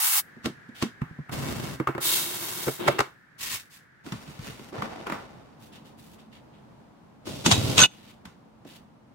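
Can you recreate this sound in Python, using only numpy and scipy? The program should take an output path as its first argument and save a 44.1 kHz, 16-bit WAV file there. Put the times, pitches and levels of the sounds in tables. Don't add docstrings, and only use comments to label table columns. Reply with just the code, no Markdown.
import sys
import numpy as np
from scipy import signal
from scipy.fft import rfft, irfft, next_fast_len
from scipy.io import wavfile

SR = 44100
rng = np.random.default_rng(int(sys.argv[2]) if len(sys.argv) > 2 else 0)


def store_pcm(level_fs):
    pcm = np.round(np.clip(level_fs, -1, 1) * 32767).astype(np.int16)
    wavfile.write(sys.argv[1], SR, np.atleast_2d(pcm).T)


N = 403074
T = np.arange(N) / SR
HIT_SIZE = 16384
AGE = T[:HIT_SIZE]
LEAD_S, THUD_ATTACK_S = .025, .0011
BODY_SIDE_DB = -4.5


# f/Hz, relative level/dB
POUR_TONE = [(520, -30), (800, 1), (1800, -2), (7500, -2), (9500, 3), (15500, 2)]
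RUSH_TONE = [(250, -23.5), (1900, -17), (3800, -10), (5400, -14), (9000, -11)]
TRICKLE_TONE = [(80, -17.5), (150, -2.5), (230, -13), (5500, -14.5), (13000, -13.5)]
SHAKE_TONE = [(140, -1.5), (600, -13), (1400, -6.5), (3500, -1), (15000, -7.5)]
# f/Hz, width/Hz, level over the patter/dB
DRAWER_IN_BOX = [(347, 26, 13), (976, 110, 2), (1495, 200, -4.5), (3247, 92, -2.5), (3720, 260, -4)]
DRAWER_IN_HAND = [(1050, 90, 6), (1830, 110, 4.5), (2430, 170, 0)]
# start t/s, end t/s, level/dB
TILTS = [(3.379, 3.559, -38), (3.695, 3.765, -54)]

def rice():
    pouring = effort(0, .2, db=-24.5, release_s=.042, attack_s=.0011, sag_db_per_s=-11.5)
    rushing = effort(2.005, 2.172, db=-23.3, release_s=.52, attack_s=.06, sag_db_per_s=11)
    trickling = effort(2, 2.68, db=-35, release_s=.68)
    tilting = sum(effort(*tilt, release_s=.2, attack_s=.038, sag_db_per_s=-24) for tilt in TILTS)
    pour = stream(pouring, POUR_TONE, grains_per_s=12000, surge_db=1)
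    rush = stream(rushing, RUSH_TONE, grains_per_s=9000, peaks=DRAWER_IN_BOX)
    trickle = stream(trickling, TRICKLE_TONE, grains_per_s=9000, peaks=DRAWER_IN_BOX)
    shake = stream(tilting, SHAKE_TONE, surge_db=1.2, peaks=DRAWER_IN_HAND)
    return pour + rush + trickle + shake


# f/Hz, relative level/dB
SLIDE_TONE = [(50, -12.5), (140, -2), (450, -14.5), (1200, -19), (15500, -35.5)]
DRAG_TONE = [(60, -16.5), (150, -1.5), (480, -3.5), (1300, -13), (3200, -14.5), (6000, -31.5)]
# f/Hz, width/Hz, relative level/dB
BOX_MODES = [(134.5, 18.8, 1), (254, 26, 1), (342, 28, -2.5), (1010, 38, 0)]
# t/s, body level/dB, hardness (clack over body)/dB
LID_DROPS = [(.367, -47, -35), (.444, -35, -19), (.458, -27, -10.5), (.69, -43, -28), (.825, -24.5, -10.5)]
PALM_PRESSES = [(1.018, -27.5, -14), (1.11, -43, -25), (1.187, -32.5, -32), (1.294, -41.5, -2)]
# t/s, body level/dB, hardness/dB, body f/Hz
BOX_BUMPS = [(1.8, -26, -10, 320), (1.873, -34.5, 2.5, 400), (1.887, -30, -8, 334), (1.95, -35, -5.5, 348),
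             (1.98, -34, -3, 351)]
DRAWER_KNOCKS = [(2.669, -28.5, -14, 356), (2.683, -27.5, -9, 434), (2.879, -32, 7.5, 570),
                 (2.884, -20.5, -5, 575), (2.991, -28, 2, 405), (3.005, -32, 8, 405)]

def dispenser():
    pushing = effort(1.31, 1.738, db=-30, release_s=.25, sag_db_per_s=15)
    pulling = effort(2.785, 2.944, db=-32.5, release_s=.32)
    slide = stream(pushing, SLIDE_TONE, surge_db=1.3, peaks=BOX_MODES)
    drag = stream(pulling, DRAG_TONE, surge_db=1.6, peaks=DRAWER_IN_BOX)
    lid = knocks(LID_DROPS, hz=235, crowd_db=-2, edge_db=2, tail_t60=.2, rise_s=.0065, hollow_db=-9)
    palm = knocks(PALM_PRESSES, hz=150, t60=.078, crowd_db=-5.5, edge_db=-24, hollow_db=-5)
    base = knocks(BOX_BUMPS, t60=.077, crowd_db=-1, edge_db=-21, tail_db=-12, rise_s=.0012, hollow_db=-4)
    drawer = knocks(DRAWER_KNOCKS, t60=.077, crowd_db=1, edge_db=-9.5,
                    tail_db=-17.5, tail_t60=.23, hollow_db=-6)
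    return slide + drag + lid + palm + base + drawer


def hollow(db):
    modes = 0
    for hz, width, mode_db in BOX_MODES:
        t60 = np.log(1000) / (np.pi * width)
        modes += undb(mode_db) / hz * rng.choice([-1, 1]) * ring(hz, t60)
    onset = 1 - np.exp(-AGE / THUD_ATTACK_S)
    return hit_level(modes * onset, db) * undb([[0], [BODY_SIDE_DB]])


# t/s, thud level/dB, clash level before trim/dB, thud f/Hz
JERKS = [(7.462, -20, -20, 201.6), (7.514, -22.5, -18.5, 116.5), (7.521, -27, -21, 117)]
# f/Hz, relative level/dB
CLASH_TONE = [(300, -5.5), (1000, 2.5), (2100, -5), (3100, 1), (5500, -6), (7300, -4.5), (15500, -28.5)]
# f/Hz, width/Hz, level over the clash/dB
RACK_PEAKS = [(2560, 70, -0.5), (3344, 60, 0), (3760, 110, -0.5), (6500, 600, -5)]
# t/s, f/Hz, level/dB, t60/s, side over mid/dB
RINGS = [(1.873, 1255, -24, 0.037, -10), (7.517, 3820, -29, 0.28, -2), (7.789, 2690, -22.5, .045, 3),
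         (7.803, 6350, -23.5, 0.08, -8), (7.817, 6360, -23, .08, 6.5), (7.817, 1485, -19.5, .09, -14.5),
         (7.833, 3590, -21, .07, -1), (7.836, 2896, -16.5, .12, -10.5), (7.837, 2590, -24, .11, 3)]

def crockery():
    stop_s, rebound_s, cut_s, trim_db = 7.78, .0115, 7.861, -1
    rebounds = [(stop_s + k * rebound_s, -26 - 3 * k, -17.5 - 1.03 * k, 159.6) for k in range(6)]
    clatter = np.zeros((2, N))
    for s, thud_db, clash_db, thud_hz in JERKS + rebounds:
        add(clatter, s, thud(thud_hz, thud_db, t60=.12, crowd_db=1.5))
        clash = crack(CLASH_TONE, t60=.032, tail_db=-8.5, tail_t60=.21, rise_s=.006)
        add(clatter, s - LEAD_S, hit_level(resonate(clash, RACK_PEAKS), clash_db + trim_db, LEAD_S))
    for s, hz, db, t60, side_db in RINGS:
        add(clatter, s, hit_level(ring(hz, t60, blur_hz=9), db) * undb([[0], [side_db]]))
    cutoff = np.exp(-np.maximum(T - cut_s, 0) / .002)
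    return clatter * cutoff


# f/Hz, relative level/dB
DOOR_TONE = [(50, -6.5), (250, -4), (600, -12), (2500, -14.5), (15000, -30)]
LOWER_RACK_TONE = [(45, -9.5), (200, -1), (750, -3), (1600, -11.5), (5000, -24.5), (15000, -42.5)]
UPPER_RACK_TONE = [(35, -30), (123, -6), (520, -17), (1730, -32.5), (3300, -25.5), (15500, -42)]
# t/s, body level/dB, hardness/dB, body f/Hz
DOOR_KNOCKS = [(4.064, -39, -12, 298), (4.122, -31.5, -11, 159), (4.277, -40.5, -15, 157),
               (4.392, -36.5, -20, 90), (4.484, -39, -17, 153), (4.594, -44.5, -12, 253)]
RACK_JOLTS = [(4.725, -40, -16, 333), (4.744, -38, -14, 334), (4.781, -35.5, -12, 130),
              (4.822, -35, 2, 200), (5.069, -38.5, 1.5, 373), (5.099, -39, 3, 300), (5.122, -34, 0, 204)]
GRABS = [(7.27, -35.5, -13.5, 330), (8.254, -48, -3, 120), (8.65, -45, -20, 277)]

def dishwasher():
    swing = effort(4.035, 4.69, db=-51.5, release_s=.28)
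    drop = effort(4.39, 4.497, db=-47, release_s=.2, attack_s=.083)
    door = stream(swing + drop, DOOR_TONE, surge_db=1.3)
    lower_roll = effort(4.72, 5.14, db=-40.5, release_s=1.44, attack_s=.068, sag_db_per_s=12)
    rattle_power = sum(effort(s, s, db - 4, release_s=.48, attack_s=.0034) ** 2
                       for s, db, *_ in RACK_JOLTS)
    lower = stream(np.sqrt(lower_roll ** 2 + rattle_power), LOWER_RACK_TONE, spread_db=1.5)
    tug = effort(7.248, 7.44, db=-38, release_s=.092, sag_db_per_s=21)
    upper_roll = effort(7.44, 7.852, db=-29.5, release_s=.06)
    upper = stream(tug + upper_roll, UPPER_RACK_TONE)
    handling = knocks(DOOR_KNOCKS + GRABS, crowd_db=2, edge_db=-1.5, rise_s=.002)
    jolts = knocks(RACK_JOLTS, crowd_db=2, edge_db=-15.5)
    return door + lower + upper + handling + jolts


def wheels():
    start_s, turn_s = 7.578, .055
    out = np.zeros((2, N))
    for turn in range(3):
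        add(out, start_s + turn * turn_s, thud(hz=119, db=-23 - 2 * turn, t60=.13, crowd_db=-.5))
    return out


# start t/s, end t/s, level/dB, relative top hiss/dB
STROKES = [(0.743, .81, -49.5, -15), (5.59, 5.663, -58, -7), (5.716, 5.776, -55.5, -17),
           (5.84, 5.88, -57, -13), (5.97, 6.137, -60.5, -5), (6.176, 6.21, -60.5, -18),
           (6.311, 6.355, -57.5, -22), (6.52, 6.56, -63, -35), (7.897, 8.122, -58.5, -16),
           (8.655, 8.765, -56, -13)]

def fingers():
    out = 0
    for start_s, end_s, db, hiss_db in STROKES:
        tone = [(1200, -3.5), (3300, 2), (5500, hiss_db / 2 - .5), (15000, hiss_db)]
        out += stream(effort(start_s, end_s, db, release_s=.22), tone, surge_db=1.8)
    return out


# f/Hz, relative level/dB
COUNTER_AIR = [(30, -19.5), (140, 4), (600, -13), (1100, -12), (1700, 0.5), (2700, -21), (15000, -41.5)]
WASHER_AIR = [(30, -10), (220, 1), (420, -10), (900, -11), (2000, -25), (15000, -47.5)]
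# f/Hz, width/Hz, level over the room tone/dB
FAN_HUM = [(130, 9.5, -1.5), (220, 8.7, -3)]

def room_tone():
    at_counter = effort(.11, 4.04, db=-53, release_s=.02, attack_s=.16, sag_db_per_s=1.73)
    at_washer = effort(4.03, 9.14, db=-51, release_s=.3, sag_db_per_s=1.03)
    out = 0
    for gain, tone, peaks in ((at_counter, COUNTER_AIR, ()), (at_washer, WASHER_AIR, FAN_HUM)):
        air = resonate(colour(rng.standard_normal((2, N)), tone), peaks)
        out += unit(air) * gain * undb(.67 * wander(rate_hz=11))
    return out


# f/Hz, relative level/dB
CLACK_TONE = [(350, -16), (800, 2), (1250, 5.5), (2700, -11), (4500, -30)]
TICK_TONE = [(1000, -5.5), (3200, -1.5), (8000, -12), (15500, -23)]

def knocks(rows, crowd_db, edge_db, t60=.12, tail_db=-10, tail_t60=.33, rise_s=.0035,
           hz=None, hollow_db=None):
    out = np.zeros((2, N))
    for s, body_db, hard_db, *own_hz in rows:
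        add(out, s, thud(hz or own_hz[0], body_db, t60, crowd_db))
        if hollow_db is not None:
            add(out, s, hollow(body_db + hollow_db))
        for tone, db in ((CLACK_TONE, hard_db), (TICK_TONE, hard_db + edge_db)):
            contact = crack(tone, t60=.022, tail_db=tail_db, tail_t60=tail_t60, rise_s=rise_s)
            add(out, s - LEAD_S, hit_level(contact, body_db + db, LEAD_S))
    return out


def thud(hz, db, t60, crowd_db):
    skirt = [(hz / 4, -34), (hz / 2, -8), (hz, 0), (hz * 1.39, -4), (hz * 5, -40), (hz * 20, -75)]
    crowd = colour(rng.standard_normal((2, HIT_SIZE)) * fade(t60), skirt)
    main = ring(hz, t60, side_phase=1.85) * (1 - np.exp(-AGE / THUD_ATTACK_S))
    body = hit_level(main, 0) + hit_level(crowd, crowd_db)
    return hit_level(body, db) * undb([[0], [BODY_SIDE_DB]])


def crack(tone, t60, tail_db, tail_t60, rise_s):
    graze = .6 * np.exp(-AGE[:int(LEAD_S * SR)][::-1] / rise_s)
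    shape = np.concatenate([graze, fade(t60) + undb(tail_db) * fade(tail_t60)])
    return colour(rng.standard_normal((2, len(shape))) * shape, tone)


def ring(hz, t60, side_phase=np.pi / 2, blur_hz=0):
    drift = np.cumsum(rng.standard_normal(HIT_SIZE)) * np.sqrt(2 * np.pi * blur_hz / SR)
    return np.sin(2 * np.pi * hz * AGE + drift + np.array([[0], [side_phase]])) * fade(t60)


def stream(gain, tone, grains_per_s=5500, spread_db=.5, surge_db=.63, peaks=()):
    loop = 2 * SR
    falls = rng.random(loop) < grains_per_s / SR
    strength = undb(spread_db * np.minimum(rng.exponential(size=loop), 5))
    impacts = rng.standard_normal((2, loop)) * falls * strength
    texture = unit(resonate(colour(impacts, tone), peaks))
    surges = undb(surge_db * wander(rate_hz=55))
    return np.tile(texture, N // loop + 1)[:, :N] * gain * surges


def effort(start_s, end_s, db, release_s, attack_s=.023, sag_db_per_s=0):
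    on = slice(*np.searchsorted(T, [start_s, end_s + 2 * release_s]))
    age, after = T[on] - start_s, np.maximum(T[on] - end_s, 0)
    attack = np.minimum(age / attack_s, 1)
    hold = undb(db - sag_db_per_s * (age - after))
    gain = np.zeros(N)
    gain[on] = attack * hold * np.exp(-np.log(1000) * after / release_s)
    return gain


def resonate(x, peaks):
    return x + sum(undb(db) * signal.lfilter(*signal.iirpeak(hz, hz / width, fs=SR), x)
                   for hz, width, db in peaks)


def reflections(x, t60, wet_db, low_hz):
    echoes = rng.standard_normal((2, HIT_SIZE)) * fade(t60) * (AGE > .001)
    echoes *= undb(wet_db) / np.sqrt(np.sum(echoes ** 2, axis=1, keepdims=True))
    echoes = signal.sosfilt(signal.butter(2, low_hz, "high", fs=SR, output="sos"), echoes)
    return (x + signal.fftconvolve(x, echoes, axes=1)[:, :N]) / np.sqrt(1 + undb(2 * wet_db))


def colour(x, tone):
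    size = next_fast_len(x.shape[-1] // 2 + 2048, True) * 2
    hz, db = np.transpose(tone)
    bin_hz = np.fft.rfftfreq(size, 1 / SR)
    gain = undb(np.interp(np.log(bin_hz + 1), np.log(hz), db))
    cepstrum = irfft(np.log(gain))[:size // 2]
    cepstrum[1:] *= 2
    return irfft(rfft(x, size) * np.exp(rfft(cepstrum, size)), size)[..., :x.shape[-1]]


def hit_level(x, db, start_s=0):
    head = x[:, int(start_s * SR):int((start_s + .02) * SR)]
    return x * undb(db) / np.sqrt(np.mean(head ** 2, axis=1, keepdims=True))


def wander(rate_hz):
    knots = rng.standard_normal(4000)
    return 1.2 * np.interp(T * rate_hz, np.arange(len(knots)), knots)


def fade(t60):
    return np.exp(-np.log(1000) * AGE / t60)


def undb(db):
    return 10 ** (np.asarray(db) / 20)


def unit(x):
    return x / np.sqrt(np.mean(x ** 2))


def add(out, s, x):
    i = max(int(s * SR), 0)
    out[:, i:i + x.shape[1]] += x[:, :N - i]


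# f/Hz, side over mid/dB
STEREO_WIDTH = [(110, -9), (550, -0.5), (1200, -1.5), (4200, 1), (8000, -0.5)]

def scene():
    counter = rice() + dispenser()
    washer = dishwasher() + wheels() + fingers() + crockery()
    boxed = sum(reflections(place, t60=.035, wet_db=-10, low_hz=1500) for place in (counter, washer))
    mid, side = reflections(boxed, t60=.31, wet_db=-32, low_hz=100) + room_tone()
    side = colour(side, STEREO_WIDTH)
    return np.array([mid + side, mid - side])


def record(dry):
    low_cut = signal.butter(2, 42, "high", fs=SR, output="sos")
    top_cut = signal.ellip(10, .2, 80, 15850, fs=SR, output="sos")
    clipped = np.clip(signal.sosfilt(low_cut, dry), -1, 1)
    return signal.sosfilt(top_cut, clipped)


dry = scene()
out = record(dry)
store_pcm(out)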